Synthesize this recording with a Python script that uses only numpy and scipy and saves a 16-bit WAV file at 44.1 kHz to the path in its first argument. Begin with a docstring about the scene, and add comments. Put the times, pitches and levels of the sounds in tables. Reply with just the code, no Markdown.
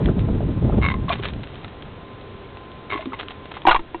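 """Outdoors at an engine bay, where a big plastic syringe draws fluid from a reservoir through a soft hose.
The plunger sticks and slips, ringing the barrel; the hose slurps air and fluid and bumps the rim.
Wind buffets the microphone and dies away, leaving hiss and a faint whine. Near the end something
plastic clatters close to the microphone and overloads the small, dull recorder."""
import sys
import numpy as np
from scipy import signal
from scipy.fft import rfft, irfft
from scipy.io import wavfile
from scipy.ndimage import uniform_filter1d

SR = 44100
rng = np.random.default_rng(int(sys.argv[2]) if len(sys.argv) > 2 else 0)


def master_out(mix):
    """Clip the mix to full scale and print it as 16-bit PCM to the path in sys.argv[1]."""
    frames = np.transpose(np.atleast_2d(mix))
    ceiling = np.clip(frames, -1, 1)
    pcm = np.round(ceiling * 32767).astype(np.int16)
    wavfile.write(sys.argv[1], SR, pcm)


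N = 176400
T = np.arange(N) / SR


def plunger(pull_starts_s=(.816, 2.903), pull_s=.1, pitch_fall=.03):
    """The plunger sticks and slips; each slip snaps, crackles and rings the plastic barrel."""
    # Each row: start of a slip in seconds, level in dB, extra dB for the two lowest modes.
    slips = [(.816, -27, 0), (.825, -19.5, 1.5), (.832, -15.5, -7.5), (.842, -16, -0.5), (.851, -13, -17),
             (.863, -13.5, -7), (.8865, -14, -12.5), (.902, -18.5, -2.5), (.912, -23.5, -2.5),
             (.917, -19.5, 4), (.941, -24, 7), (2.903, -22, -40), (2.914, -20.5, -8), (2.923, -18, 0.5),
             (2.931, -22.5, 7.5), (2.941, -23.5, 5.5), (2.951, -28, -3), (2.959, -25.5, 9.5),
             (2.977, -25, -1), (3.026, -32.5, 5.5), (3.133, -26.5, 10), (3.141, -29.5, -1.5)]
    # Each row: a barrel mode in Hz, level in dB, ring time (T60) in seconds.
    barrel_modes = [(1077, -5.5, 0.073), (1200, -16, 0.015), (1675, -7, 0.011), (2128, -5.5, 0.044),
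                    (2172, -12.5, 0.049), (2660, -14, .025), (3710, -17.5, 0.029)]
    # The crack of a slip. Each row: frequency in Hz, spectral level in dB.
    crack_spectrum = [(150, -17), (380, 9), (700, -16), (1200, 8.5), (1700, -2), (2700, -7.5), (3900, -5.5)]
    ring, crackle, snaps = np.zeros((3, N))
    chance = rng.standard_normal((len(slips), len(barrel_modes), 2))
    for (start, db, low_db), luck in zip(slips, chance):
        crackle += struck(start, db - 10, t60=.022)
        snaps += snap(start, db - 6.5)
        travel = min(1, min(abs(start - pull) for pull in pull_starts_s) / pull_s)
        sag = pitch_fall * (travel - .5)  # the pitch sinks through each pull
        for (hz, mode_db, t60), (stray_db, detune) in zip(barrel_modes, luck):
            ring_db = db + mode_db + low_db * (hz < barrel_modes[2][0]) + stray_db
            ring += struck(start, ring_db, t60, hz * (1 - sag + .016 * detune))
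    return ring + coloured(snaps + crackle * rng.standard_normal(N), crack_spectrum)


def hose_slurps(attack_s=.009, release_s=.01, grains_per_s=2200, spread_db=5.5):
    """Air breaks through the fluid in short runs of dense crackle, with lone wet ticks between."""
    # Each row: start of a slurp in seconds, length in seconds, level in dB.
    slurps = [(0.03, .03, -46), (0.185, 0.023, -41), (0.814, 0.11, -42), (1.079, 0.054, -31),
              (1.131, 0.039, -38), (1.177, 0.023, -43.5), (1.219, 0.025, -31.5), (1.242, 0.031, -34),
              (1.28, 0.012, -35), (1.429, 0.0083, -37), (1.463, 0.19, -49.5), (2.894, 0.12, -38.5),
              (3.129, 0.011, -36), (3.183, 0.029, -31), (3.295, 0.018, -34.5), (3.535, 0.048, -43.5)]
    # Each row: start of a wet tick in seconds, relative level in dB.
    ticks = [(0.059, -17.5), (1.094, -11.5), (1.1254, -18.5), (1.236, -25), (1.254, -12.5), (1.268, -25),
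             (1.2858, -23), (1.336, -24.5), (1.434, -23), (1.556, -26), (1.646, -20), (1.6805, -26),
             (1.824, -23.5), (2.2121, -27), (2.571, -25), (2.7176, -30.5), (3.057, -19), (3.194, -20),
             (3.232, -20.5), (3.2845, -20.5), (3.4564, -25.5), (3.5185, -21.5), (3.54, -25.5), (3.57, -29),
             (3.619, -23)]
    # The fizz in the hose. Each row: frequency in Hz, spectral level in dB.
    fizz_spectrum = [(150, -1.5), (400, 2), (1000, 3), (1600, 2.5), (2400, 2), (3400, 2.5), (4200, -2.5)]
    flow = np.zeros(N)
    for start, length, db in slurps:
        rise = np.clip((T - start) / attack_s, 0, 1)
        fall = np.exp(-np.maximum(T - start - length, 0) / release_s)
        flow += from_db(db) * rise * fall
    sizes = from_db(spread_db * np.minimum(rng.exponential(1, N), 4)) * rng.choice([-1, 1], N)
    grains = rms_one(sizes * (rng.random(N) < grains_per_s / SR))
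    snaps = sum(snap(start, db + 3) for start, db in ticks)
    tails = sum(struck(start, db - 7, t60=.015) for start, db in ticks)
    return coloured(flow * grains + snaps + tails * rng.standard_normal(N), fizz_spectrum)


def hose_bumps(attack_s=.0014):
    """The soft hose gulps and bumps the rim: hollow notes that fall fast at first, then ring out."""
    # Each row: start in seconds, level in dB, pitch in Hz, ring time (T60) in seconds.
    bumps = [(0.087, -11.5, 1430, 0.0079), (.406, -10.5, 628, 0.013), (.6965, -12.5, 788, 0.016),
             (0.723, -23.5, 1246, .025), (1.082, -16, 1080, .03), (1.1, -15.5, 686, 0.078),
             (1.1036, -11, 1106, 0.038), (1.113, -11, 970, 0.012), (1.114, -21, 2390, 0.063),
             (1.192, -22.5, 1074, .025), (1.197, -16, 374, 0.025), (1.645, -26, 1320, .025),
             (2.923, -31.5, 409, 0.24), (2.952, -19.5, 313, 0.056), (2.992, -26.5, 641, 0.13),
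             (3.057, -22.5, 335, 0.096), (3.067, -22.5, 261.7, 0.17), (3.121, -23.5, 1267, 0.033),
             (3.134, -21, 946, 0.029)]
    out = np.zeros(N)
    for start, db, hz, t60 in bumps:
        out += struck(start, db, t60, hz, attack_s)
        out += struck(start, db - 10.5, .41 * t60, hz, attack_s)
    return out


def plastic_clatter(attack_s=.0017, scatter_db=3.5, hard_contact_db=-20):
    """Close knocks on plastic ring the contact, the shell and the air inside, and rattle briefly."""
    # Each row: start in seconds, relative level in dB, contact pitch in Hz,
    # then the rattle and the hollow ring in dB against that level.
    knocks = [(3.515, -33, 990, 2, -12), (3.568, -33.5, 1000, 5.5, -9.5), (3.6523, -9.5, 940, -35.5, -9.5),
              (3.668, -11, 1042, -3.5, -17), (3.672, 2, 791, -14.5, -11.5), (3.684, 1.5, 963, -16, -18.5),
              (3.692, -1, 970, -10, -16), (3.6984, -15.5, 2800, -4.5, -32), (3.7092, -1.5, 1008, -6, -26),
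              (3.7138, -4, 1452, -3, -29), (3.727, -10, 1220, -5.5, -24), (3.746, -5.5, 1107, -7, -27.5),
              (3.748, -0.5, 968, -38.5, -24), (3.761, -7, 1062, -11, -27), (3.793, -26.5, 877, -3.5, 4.5),
              (3.945, -19, 966, -13.5, -1.5)]
    # Each row: a shell mode in Hz, level in dB, ring time (T60) in seconds.
    shell_modes = [(394, -20, .04), (734, -17.5, 0.06), (857, -17.5, 0.071), (1154, -18.5, .05),
                   (1620, -20, 0.037), (1887, -20.5, 0.056), (2320, -23.5, .04), (2757, -24.5, 0.12),
                   (2840, -28, .04), (3290, -31, 0.038)]
    # The rattle. Each row: frequency in Hz, spectral level in dB.
    rattle_spectrum = [(200, -22), (450, -7), (1000, 6), (1800, -3), (2900, -5.5), (4000, -11)]
    # A barely audible sub-bass swell from the recorder's offset shifting under the knocks.
    # Each row: frequency in Hz, spectral level in dB.
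    offset_swell_spectrum = [(20, 12.5), (45, -16), (80, -16.5), (200, -18.5), (500, -37)]
    ring, rattle, offset_swell = np.zeros((3, N))
    chance = rng.standard_normal((len(knocks), len(shell_modes)))
    for (start, db, hz, rattle_db, hollow_db), luck in zip(knocks, chance):
        ring += struck(start, db + 3, t60=.035, hz=hz, attack_s=attack_s)
        ring += struck(start, db + hollow_db, t60=.095, hz=336, attack_s=attack_s)  # the air inside
        rattle += struck(start, db + rattle_db, t60=.045)
        offset_swell += struck(start, db - 26.5, t60=.3, attack_s=attack_s)
        # Knocks that rattle less also stir the high modes less.
        softness_db = .48 * min(rattle_db - hard_contact_db, 0)
        for k, (mode_hz, mode_db, t60) in enumerate(shell_modes):
            ring_db = db + mode_db + softness_db * (mode_hz > hz) + scatter_db * luck[k]
            ring += (-1) ** k * struck(start, ring_db, t60, mode_hz)
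    offset_swell *= coloured(rng.standard_normal(N), offset_swell_spectrum)
    return ring + offset_swell + coloured(rattle * rng.standard_normal(N), rattle_spectrum)


def gust_db(puff_width_s=.0091):
    """The wind's strength in dB: one dying gust and a few last puffs."""
    # The gust, then the puffs. Each row: time in seconds, level in dB.
    gust_curve = [(0, -19.5), (.04, -16), (.095, -12), (.135, -22), (.19, -15.5), (.28, -19), (.34, -16),
                  (.39, -20.5), (.49, -17.5), (.55, -24.5), (.58, -16.5), (.605, -25.5), (.635, -12.5),
                  (.71, -17.5), (.79, -13), (.9, -21.5), (.99, -22), (1.04, -21.5), (1.08, -26.5),
                  (1.2, -28), (1.3, -29.5), (1.37, -25.5), (1.5, -39.5), (1.9, -41.5), (2.1, -43.5),
                  (2.6, -47), (4, -59)]
    puff_peaks = [(1.365, -40), (1.579, -41), (1.65, -35), (1.86, -39), (1.935, -40), (2.354, -36)]
    gust = from_db(np.interp(T, *np.transpose(gust_curve)))
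    puffs = sum(from_db(db) * np.exp(-.5 * ((T - peak) / puff_width_s) ** 2) for peak, db in puff_peaks)
    return 20 * np.log10(gust + puffs)


def wind(flutter_db=2.0, full_gust_db=-16.5, knee_hz=130, dulling=.34):
    """Lumpy turbulence on the microphone; its upper bands sink faster as the gust dies."""
    # Wind at full strength. Each row: frequency in Hz, spectral level in dB.
    wind_spectrum = [(20, -7.5), (50, 1), (90, 0.5), (165, -1), (330, -12), (550, -22), (1000, -36.5),
                     (2000, -56.5), (4000, -48.5)]
    strength_db = gust_db()
    edges_hz = 20 * 2 ** np.arange(0, 8, .5)  # half octaves
    white = rng.standard_normal((2, N))
    lumps = drift(27)
    full, dulled = np.zeros((2, N))
    for k, (low, high) in enumerate(zip(edges_hz, edges_hz[1:])):
        hz = np.sqrt(low * high)
        octaves = max(0, np.log2(hz / knee_hz))
        bandpass = signal.butter(2, [low, high], "band", fs=SR, output="sos")
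        band = from_db(at_hz(wind_spectrum, hz)) * signal.sosfilt(bandpass, white[k % 2])
        band *= from_db(flutter_db * min(octaves, 2) * lumps)
        full += band
        dulled += band * from_db(dulling * octaves * (strength_db - full_gust_db))
    # The gust, not chance, sets the level over spans longer than 46 ms.
    running_rms = np.sqrt(uniform_filter1d(full ** 2, size=int(.046 * SR)) + 1e-12)
    return from_db(strength_db - 1.5) * dulled / running_rms


def hiss_and_whine(hiss_db=-40.5, waver_db=2.9):
    """Even hiss lies behind everything, with two thin, wavering tones."""
    # Each row: pitch of a whine in Hz, RMS level in dB.
    tones = [(398.4, -54), (1035, -53)]
    # The hiss. Each row: frequency in Hz, spectral level in dB.
    hiss_spectrum = [(20, -11.5), (45, -5), (85, 0), (170, -6), (290, -5), (420, -5.5), (600, -9.5),
                     (1000, -14), (2000, -19.5), (3600, -22), (4100, -25)]
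    whine = np.zeros(N)
    for hz, db in tones:
        amplitude = np.sqrt(2) * from_db(db + waver_db * drift(1.7))
        whine += amplitude * np.sin(2 * np.pi * hz * T + .13 * drift(3))
    return from_db(hiss_db) * coloured(rng.standard_normal(N), hiss_spectrum) + whine


def engine_bay(x, echo_db=-13.5, delay_s=.0017):
    """Close metal and plastic surfaces add a short scatter of echoes."""
    tail = (struck(delay_s, 0, t60=.11) * rng.standard_normal(N))[:SR // 4]
    tail /= np.sqrt(np.sum(tail ** 2))
    return x + from_db(echo_db) * signal.fftconvolve(x, tail)[:N]


def struck(start_s, db, t60, hz=None, attack_s=1e-5):
    """An envelope that dies by 60 dB in t60 seconds, or a dying sine if it has a pitch."""
    out, first = np.zeros(N), int(start_s * SR)
    age = T[:min(N - first, int(2 * t60 * SR))]
    shape = from_db(db - 60 * age / t60) * (1 - np.exp(-age / attack_s))
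    out[first:first + len(age)] = shape if hz is None else shape * np.sin(2 * np.pi * hz * age)
    return out


def snap(start_s, db):
    """A single sharp click."""
    out = np.zeros(N)
    out[int(start_s * SR)] = from_db(db)
    return out


def drift(rate_hz):
    """A slow random wander of unit power."""
    hop, settle = 40, 2000
    pole = np.exp(-2 * np.pi * rate_hz * hop / SR)
    white = rng.standard_normal(N // hop + settle + 2)
    slow = signal.lfilter([1], [1, -2 * pole, pole * pole], white)[settle:]
    return np.interp(np.arange(N) / hop, np.arange(len(slow)), rms_one(slow))


def coloured(x, spectrum):
    """Give x a spectrum, rolled off above 5 kHz; white noise keeps its power."""
    hz = np.arange(N // 2 + 1) * SR / N
    gain = from_db(at_hz(spectrum, hz)) / (1 + (hz / 5000) ** 12)
    return irfft(rfft(x) * rms_one(gain), N)


def at_hz(spectrum, hz):
    """Read a spectrum in dB on a log-frequency axis."""
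    points_hz, db = np.transpose(spectrum)
    return np.interp(np.log(np.maximum(hz, 1)), np.log(points_hz), db)


def from_db(db):
    """Decibels to gain."""
    return 10 ** (np.asarray(db) / 20)


def rms_one(x):
    """Scale to unit power."""
    return x / np.sqrt(np.mean(x ** 2) + 1e-20)


def scene():
    """One microphone in the wind: the syringe echoes in the bay, the clatter is close and dry."""
    outdoors = wind() + hiss_and_whine()
    syringe = engine_bay(plunger() + hose_slurps() + hose_bumps())
    return (outdoors + syringe + from_db(1.5) * plastic_clatter())[None]


def record(dry, threshold_db=-15, duck_share=.44, recover_db_per_s=14, ceiling=.71, cutoff_hz=4100):
    """The small recorder ducks after loud sound, loses the treble and overloads on the hardest knocks."""
    power = uniform_filter1d(dry[0] ** 2, size=441)
    level_db = 10 * np.log10(np.maximum(power, 1e-12))
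    wanted_db = duck_share * np.maximum(level_db - threshold_db, 0)
    held_db = np.maximum.accumulate(wanted_db + recover_db_per_s * T) - recover_db_per_s * T
    pole = np.exp(-1 / (.015 * SR))  # the gain control takes 15 ms to act
    duck_db = signal.lfilter([1 - pole], [1, -pole], held_db)
    driven = dry * from_db(-duck_db) / ceiling
    rounded = ceiling * driven / (1 + driven ** 6) ** (1 / 6)
    dull = signal.sosfiltfilt(signal.butter(14, cutoff_hz, fs=SR, output="sos"), rounded)
    clipped = np.clip(dull, -.69, .69)
    return signal.sosfilt(signal.butter(12, 16000, fs=SR, output="sos"), clipped)


dry = scene()
out = record(dry)
master_out(out)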